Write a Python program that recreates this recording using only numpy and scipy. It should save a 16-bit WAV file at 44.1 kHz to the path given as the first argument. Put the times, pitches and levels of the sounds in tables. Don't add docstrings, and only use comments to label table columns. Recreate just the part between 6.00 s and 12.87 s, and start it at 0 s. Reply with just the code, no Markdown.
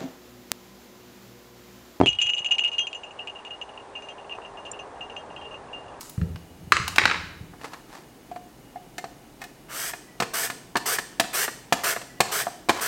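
import sys
import numpy as np
from scipy import signal
from scipy.fft import rfft, irfft, next_fast_len
from scipy.io import wavfile
from scipy.ndimage import uniform_filter1d, map_coordinates

SR = 44100
rng = np.random.default_rng(int(sys.argv[2]) if len(sys.argv) > 2 else 0)


def wav_record(signal):
    frames = np.transpose(np.atleast_2d(signal))
    bounded = np.clip(frames, -1, 1)
    quanta = np.round(bounded * 32767).astype(np.int16)
    wavfile.write(sys.argv[1], SR, quanta)


N = 302967

# start_s, length_s, attack_s, rasp_db, fizz_db, slide_db
STROKES = [(3.683, 0.24, 0.11, -35.5, -33.5, -75), (4.334, 0.15, .006, -30, -29.5, -48),
           (4.856, 0.12, 0.0079, -28, -27.5, -49), (5.328, .14, 0.022, -28, -27, -43),
           (5.834, .11, 0.0073, -25.5, -27.5, -35), (6.312, 0.13, .012, -28, -29, -32.5),
           (6.806, 0.089, 0.0087, -28.5, -30, -28.5)]
# pitch_hz, level_db, t60_s
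PLATE_MODES = [(700.2, 4, 0.073), (761, -3, 0.065), (1420, -24, 0.08), (1695, -5.5, 0.046),
               (1763, -4, 0.043), (2050, -11, 0.073), (2440, -11.5, 0.035), (2805, -21, 0.071),
               (3670, -29, .06)]


def shaving(cells_per_s=60000, cracks_per_s=620):
    # frequency_hz, level_db
    rasp_tone = [(71, -47), (120, -10), (220, -21), (422, 5.5), (599, 2), (676, 7), (875, -3), (1700, -0.5),
                 (2170, 2), (4500, -19), (5850, -46), (9900, -120)]
    fizz_tone = [(1760, -34), (3000, -9), (4080, -9), (4800, -4), (6210, -2), (6720, -7), (8380, -0.5),
                 (10200, -8.5), (13600, -4.5), (16000, -14.5), (16500, -36)]
    crunch_tone = [(400, -37), (1000, 9), (1700, 7.5), (3000, -2), (6000, -23), (12000, -40)]
    track = np.zeros(N)
    for start, length, attack, rasp_db, fizz_db, _ in STROKES:
        gain, progress = envelope(length, attack, release=.031)
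        size = len(gain)
        press = amp(-.5 * (np.sin(np.pi * progress) - 2 / np.pi))
        bursts = grains(size, cells_per_s, spread_db=0)
        cells = hand_echoes(bursts)
        grip = rng.uniform(.85, 1.2)
        cavity = hollow(rng.standard_normal(size), start_hz=1050 * grip, end_hz=1910, width_hz=179)
        crunch = coloured(grains(size, cracks_per_s, spread_db=-.5), crunch_tone)
        rasp = amp(-5.5) * (coloured(cells, rasp_tone) + cavity)
        body = rasp + amp(-20) * through_plate(cells) + amp(-9.5) * crunch
        fizz = coloured(bursts + cells, fizz_tone)
        add(track, start, np.sqrt(gain) * press * amp(rasp_db) * body + gain * amp(fizz_db) * fizz)
    return track


def hand_echoes(x, shortest_s=.0007, longest_s=.0032, shrink=.16, share=.33, count=4):
    n = np.arange(len(x))
    closing = 1 - shrink * n / len(x)
    delays = SR * np.linspace(shortest_s, longest_s, count) * rng.uniform(.9, 1.1, count)
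    return unit(x + share * sum(map_coordinates(x, [n - delay * closing]) for delay in delays))


def hollow(x, start_hz, end_hz, width_hz, count=9):
    place = np.linspace(0, count - 1, len(x))
    glide = np.zeros(len(x))
    for k, centre_hz in enumerate(np.linspace(start_hz, end_hz, count)):
        crossfade = np.sqrt(np.clip(1 - abs(place - k), 0, 1))
        glide += crossfade * unit(filtered(x, lambda hz: width_hz * resonance(hz, centre_hz, width_hz)))
    return unit(glide)


def through_plate(x):
    def response(hz):
        modes = sum(amp(db) * resonance(hz, pitch_hz, width_hz=np.log(1000) / np.pi / t60)
                    for pitch_hz, db, t60 in PLATE_MODES)
        return modes * np.minimum(hz, 1800) ** 3.3
    return unit(filtered(x, response))


def mandoline_knocks(flex_hz=198, push_lead_s=.0011, grip_detune=.013):
    # start_s, clack_db, tilt_db_per_octave, ring_db, push_db
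    landings = [(3.0424, -25.5, 0, -28.5, -21.5), (4.2016, -10, 2, -25.5, -29),
                (4.223, -14, 0.5, -30, -12.5), (4.7559, -9.5, -3, -28, -13.5), (4.7685, -12, 3.5, -28, -18),
                (5.198, -5, 3.5, -13.5, -18), (5.7251, -5.5, 3, -16, -5), (6.2045, -4, 3, -15, -7.5),
                (6.6878, -14, 2, -22, -16), (6.6934, -2.5, 0, -14, -31)]
    # start_s, clack_db, tilt_db_per_octave, ring_db
    flicks = [(3.935, -27, -0.5, -23.5), (4.5, -18.5, 1, -20.5), (4.9855, -15.5, 2, -16),
              (5.479, -17.5, -4, -32), (5.9625, -21.5, -4.5, -21), (6.4681, -20, -8.5, -15)]
    # start_s, clack_db, tilt_db_per_octave, ring_db
    taps = [(1.5349, -34, -13, -48), (1.6127, -34, 0, -52), (1.6432, -23, -3.5, -57),
            (1.734, -25.5, 0, -55), (2.314, -32, -2.5, -28), (2.36, -29, -2.5, -28.5),
            (2.758, -42, -5, -26.5), (2.9811, -22, 3.5, -23.5), (3.4163, -30, 4.5, -25.5),
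            (3.4394, -30.5, 6.5, -30), (4.2309, -21.5, 2, -40), (5.2378, -24, -3, -29.5),
            (6.0153, -27.5, 1.5, -50)]
    # frequency_hz, level_db
    clack_tone = [(29, -51), (50, -3), (250, 0), (500, -1), (729, -3), (1050, 2), (2210, -6), (2440, -5),
                  (3300, -10), (4350, -10), (5270, -15), (8540, -17), (9870, -28.5), (11400, -26.5),
                  (16000, -32)]
    track, t = np.zeros(N), seconds(4096)
    swing = (t - .0007) / .00026
    push = -swing * np.exp(-swing ** 2 / 2)
    flex = amp(-18.5 - 60 * t / .058) * np.sin(2 * np.pi * flex_hz * t)
    for start, *_, push_db in landings:
        add(track, start - push_lead_s, amp(push_db + 4.5) * (push + flex))
    for knocks, upper_db, attack, pitch_ratio in [(landings, -22, .00085, .97),
                                                  (flicks, 10, .0004, 1.005),
                                                  (taps, -3.5, .0034, 1.03)]:
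        for start, _, tilt, ring_db, *_ in knocks:
            tuning = pitch_ratio + grip_detune * rng.uniform(-.91, 1)
            hardness_db = upper_db + 2.43 * tilt
            modes = [(tuning * hz, db + hardness_db * (hz > 1000), t60) for hz, db, t60 in PLATE_MODES]
            add(track, start, amp(ring_db) * ring(modes, attack, vary_db=4))
    blows = landings + flicks + taps
    clacks = amp(-8.5) * contacts(blows, clack_tone, t60=.052, crack=1.9, rise=.0004, knee_hz=1165)
    track += clacks + amp(-14) * np.std(clacks) * through_plate(clacks)
    return filtered(track, lambda hz: (1j * hz / (1j * hz + 110)) ** 2)


def sliding(approach_s=.095, rub_fall_db=20.5):
    # peak_s, level_db, length_s
    rubs = [(1.65, -33, .12), (1.736, -38.5, .16), (1.954, -37, .2), (3.428, -37, .08)]
    # start_s, length_s, level_db
    squeaks = [(4.0, 0.2, -61), (6.062, 0.145, -56.5)]
    track = np.zeros(N)
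    for start, *_, slide_db in STROKES:
        gain, _ = envelope(approach_s, attack=.00455, release=.005)
        add(track, start - approach_s, friction(gain * amp(slide_db)))
    for peak_s, db, length in rubs:
        gain, progress = envelope(length, attack=.006, release=.006)
        swell = amp(db - rub_fall_db * abs(2 * progress - 1))
        add(track, peak_s - length / 2, friction(gain * swell))
    for start, length, db in squeaks:
        gain, _ = envelope(length, attack=.03, release=.018)
        add(track, start, amp(db) * gain * wavering_tone(len(gain), centre_hz=1960, width_hz=27))
    return track


def friction(gain):
    # frequency_hz, level_db
    slide_tone = [(120, -40), (200, -13), (763, 1), (1100, 1.5), (1700, -6), (2860, -12), (4600, -10.5),
                  (8500, -18.5), (16000, -31)]
    rub = grains(len(gain), per_s=3500, spread_db=2)
    return gain * (amp(-6.5) * coloured(rub, slide_tone) + amp(-19) * through_plate(rub))


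def blade_ring(x):
    # pitch_hz, level_db, t60_s
    blade_modes = [(1904, -4, 0.32), (2600, -18, 0.61)]
    steel = ring(blade_modes, attack=.001, vary_db=1, size=32768)
    return signal.fftconvolve(x, steel / np.linalg.norm(steel))[:N]


def knife_chops(ring_db=-10.5):
    # start_s, level_db, tilt_db_per_octave
    chops = [(0.178, -38.5, -8), (0.215, -30, -16), (0.7214, 2.5, -1.5), (0.768, -7.5, -4)]
    # frequency_hz, level_db
    chop_tone = [(180, -45), (300, -16.5), (600, -18.5), (880, -22.5), (1130, 1), (1650, -2.5), (1980, -8),
                 (2800, -11), (3350, -19), (4200, -15.5), (4700, -21.5), (5700, -21), (8000, -25),
                 (16000, -57)]
    # pitch_hz, level_db, t60_s
    knife_modes = [(1150, -7, .024), (1360, 6, .06), (1470, -5, .07), (1660, -5, 0.081), (2903, 2, 0.058),
                   (4150, 0, .08)]
    track = contacts(chops, chop_tone, t60=.029, crack=10, rise=.0005, knee_hz=4000)
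    for start, db, _ in chops:
        add(track, start, amp(db + ring_db) * ring(knife_modes, attack=.0003, vary_db=2.5))
    return track


def knife_drop(start_s=.9832, first_flight_s=.072, flight_ratio=.8, rattle_gap_s=.021, count=4):
    # frequency_hz, level_db
    bounce_tone = [(120, -42), (200, -12.5), (569, -11.5), (820, -11), (1050, -3), (1680, 1.5),
                   (2050, -2.5), (2330, -1), (3130, -11.5), (3900, -11.5), (8120, -34), (16000, -65)]
    hop = np.arange(count)
    hop_s = first_flight_s * (1 - flight_ratio ** hop) / (1 - flight_ratio)
    hop_db = 3.5 - 3.5 * hop ** 1.71
    rattle_s = rattle_gap_s * (np.arange(2 * count) + .55 + rng.uniform(-.12, .12, 2 * count))
    rattle_db = -7.5 - 42 * rattle_s
    times = start_s + np.concatenate([hop_s, rattle_s])
    levels = np.concatenate([hop_db, rattle_db])
    tilts = 3.5 + .44 * levels
    return contacts(zip(times, levels, tilts), bounce_tone, t60=.019, crack=4.5, rise=.0006, knee_hz=3000)


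def parting_flesh():
    # start_s, level_db, tilt_db_per_octave
    snaps = [(0.009, -22.5, 6), (0.096, -23, 10), (0.359, -28, -4), (0.879, -11, 1), (0.96, -13, 0)]
    # frequency_hz, level_db
    snap_tone = [(410, -36), (700, 2), (2370, 0.5), (2880, 1.5), (4380, -3.5), (4920, -2.5), (16000, -17)]
    hiss_tone = [(410, -45), (700, -12), (971, 2), (2490, -14), (7590, -6), (16000, -20)]
    track = amp(-10.5) * contacts(snaps, snap_tone, t60=.031, crack=3, rise=.00028, knee_hz=1200)
    gain, progress = envelope(.114, attack=.016, release=.01)
    cells = grains(len(gain), per_s=2500, spread_db=3)
    add(track, 0, gain * amp(-44 - 9 * progress) * coloured(cells, hiss_tone))
    return track


def board_thumps(rumble_t60_s=.38, shuffle_start_s=.4):
    # start_s, level_db
    thumps = [(0.179, -18), (0.217, -15.5), (0.229, -18.5), (0.346, -29.5), (0.674, -34.5), (0.721, -32),
              (0.799, -25), (1.037, -29), (1.409, -30.5)]
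    # pitch_hz, level_db, t60_s
    board_modes = [(90, -16.5, 0.14), (121.7, 8.5, 0.05), (161.3, -7, 0.11)]
    # frequency_hz, level_db
    worktop_tone = [(30, -21), (60, -5), (86, 7), (105, -7), (140, -9), (170, 3.5), (230, -18),
                    (500, -19.5), (1200, -66.5)]
    track, t = np.zeros(N), seconds(16384)
    for start, db in thumps:
        boom = ring(board_modes, attack=.0065, vary_db=3)
        rumble = coloured(rng.standard_normal(len(t)), worktop_tone) * decay(t, rumble_t60_s, rise=.02)
        add(track, start, amp(db) * (boom + amp(-9) * rumble))
    gain, _ = envelope(1.38, attack=.52, release=1.0)
    add(track, shuffle_start_s, amp(-41) * gain * coloured(rng.standard_normal(len(gain)), worktop_tone))
    return track


def kitchen_walls(x, build_up_s):
    # frequency_hz, t60_s
    decay_times = [(150, 0.4), (500, 0.54), (1400, 0.73), (3700, 0.7), (9000, 0.53), (15000, 0.36)]
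    # frequency_hz, level_db
    wall_tone = [(100, 8.5), (500, 2.5), (1500, -4), (7000, 4.5), (15000, 1)]
    hz, t, noise = signal.stft(rng.standard_normal(SR), SR, nperseg=256)
    fading = amp(along(wall_tone, hz)[:, None] - 60 * t / along(decay_times, hz)[:, None])
    _, tail = signal.istft(noise * fading, SR, nperseg=256)
    tail *= 1 - np.exp(-seconds(len(tail)) / build_up_s)
    return signal.fftconvolve(x, tail / np.linalg.norm(tail))[:N]


def room_tone():
    # frequency_hz, level_db
    murmur_tone = [(15, -37.5), (25, -11), (59, -9), (92, -22), (123, -5.5), (200, -9.5), (293, -6),
                   (560, -15.5), (775, -15), (1020, -20.5), (1260, -22.5), (2410, -26), (2910, -29.5),
                   (3430, -29), (16000, -35)]
    # pitch_hz, level_db
    whines = [(2859, -72), (3004, -74), (6503, -75)]
    murmur = amp(-49.5) * coloured(rng.standard_normal(N), murmur_tone)
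    return murmur + sum(amp(db) * wavering_tone(N, hz, width_hz=30) for hz, db in whines)


def contacts(blows, tone, t60, crack, rise, knee_hz, size=8192):
    track, t = np.zeros(N), seconds(size)
    for start, db, tilt, *_ in blows:
        chatter = rng.standard_normal(size) * decay(t, t60, rise)
        chatter[0] += crack
        blow = signal.fftconvolve(chatter, body_response(tone, tilt, knee_hz))[:size]
        loudest_rms = np.sqrt(uniform_filter1d(blow ** 2, size=160).max())
        add(track, start, amp(db) * blow / loudest_rms)
    return track


def body_response(tone, tilt, knee_hz, size=2048):
    hz = np.fft.rfftfreq(size, 1 / SR)
    db = along(tone, hz) + tilt * np.log2(np.maximum(hz / knee_hz, 1))
    cepstrum = irfft(np.log(amp(db) + 1e-5))
    cepstrum[1:size // 2] *= 2
    cepstrum[size // 2 + 1:] = 0
    return irfft(np.exp(rfft(cepstrum)))


def ring(modes, attack, vary_db, size=16384):
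    t = seconds(size)
    sound = sum(amp(db + vary_db * rng.normal()) * decay(t, t60, attack) * np.sin(2 * np.pi * hz * t)
                for hz, db, t60 in modes)
    return sound / np.abs(sound).max()


def grains(size, per_s, spread_db):
    impulses = rng.poisson(per_s / SR, size) * rng.standard_normal(size)
    return unit(impulses * amp(spread_db * np.clip(rng.standard_normal(size), -2, 2)))


def wavering_tone(size, centre_hz, width_hz):
    noise = rng.standard_normal(size)
    return unit(filtered(noise, lambda hz: np.exp(-((hz - centre_hz) / width_hz) ** 2)))


def resonance(hz, centre_hz, width_hz):
    return 1j * hz / (centre_hz ** 2 - hz ** 2 + 1j * hz * width_hz)


def envelope(length, attack, release):
    t = seconds(int(length * SR))
    return np.clip(t / attack, 0, 1) * np.clip((length - t) / release, 0, 1), t / length


def decay(t, t60, rise):
    return amp(-60 * t / t60) * (1 - np.exp(-t / rise))


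def coloured(x, tone):
    return unit(filtered(x, lambda hz: amp(along(tone, hz))))


def filtered(x, response):
    size = next_fast_len(len(x) + SR // 4)
    return irfft(rfft(x, size) * response(np.fft.rfftfreq(size, 1 / SR)), size)[:len(x)]


def along(points, hz):
    frequencies, values = np.transpose(points)
    return np.interp(np.log(hz + 1), np.log(frequencies + 1), values)


def add(track, start_s, sound):
    span = track[round(start_s * SR):][:len(sound)]
    span += sound[:len(span)]


def amp(db):
    return 10 ** (np.asarray(db) / 20)


def unit(x):
    return x / np.sqrt(np.mean(x ** 2) + 1e-20)


def seconds(size):
    return np.arange(size) / SR


def scene():
    far = amp(-5.5) * knife_chops() + amp(-7.5) * knife_drop() + parting_flesh()
    knocks = mandoline_knocks()
    strokes = shaving() + sliding()
    near = knocks + strokes
    near += amp(-30) * blade_ring(near)
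    walls = amp(-6.5) * kitchen_walls(far, build_up_s=.0048)
    walls += kitchen_walls(amp(-11) * knocks + amp(-10.5) * strokes, build_up_s=.0042)
    mono = far + near + board_thumps() + walls + room_tone()
    return np.array([mono, mono])


def record(dry):
    return np.array([filtered(np.clip(channel, -1, 1), lambda hz: hz < 16000) for channel in dry])


dry = scene()
out = record(dry)
wav_record(out)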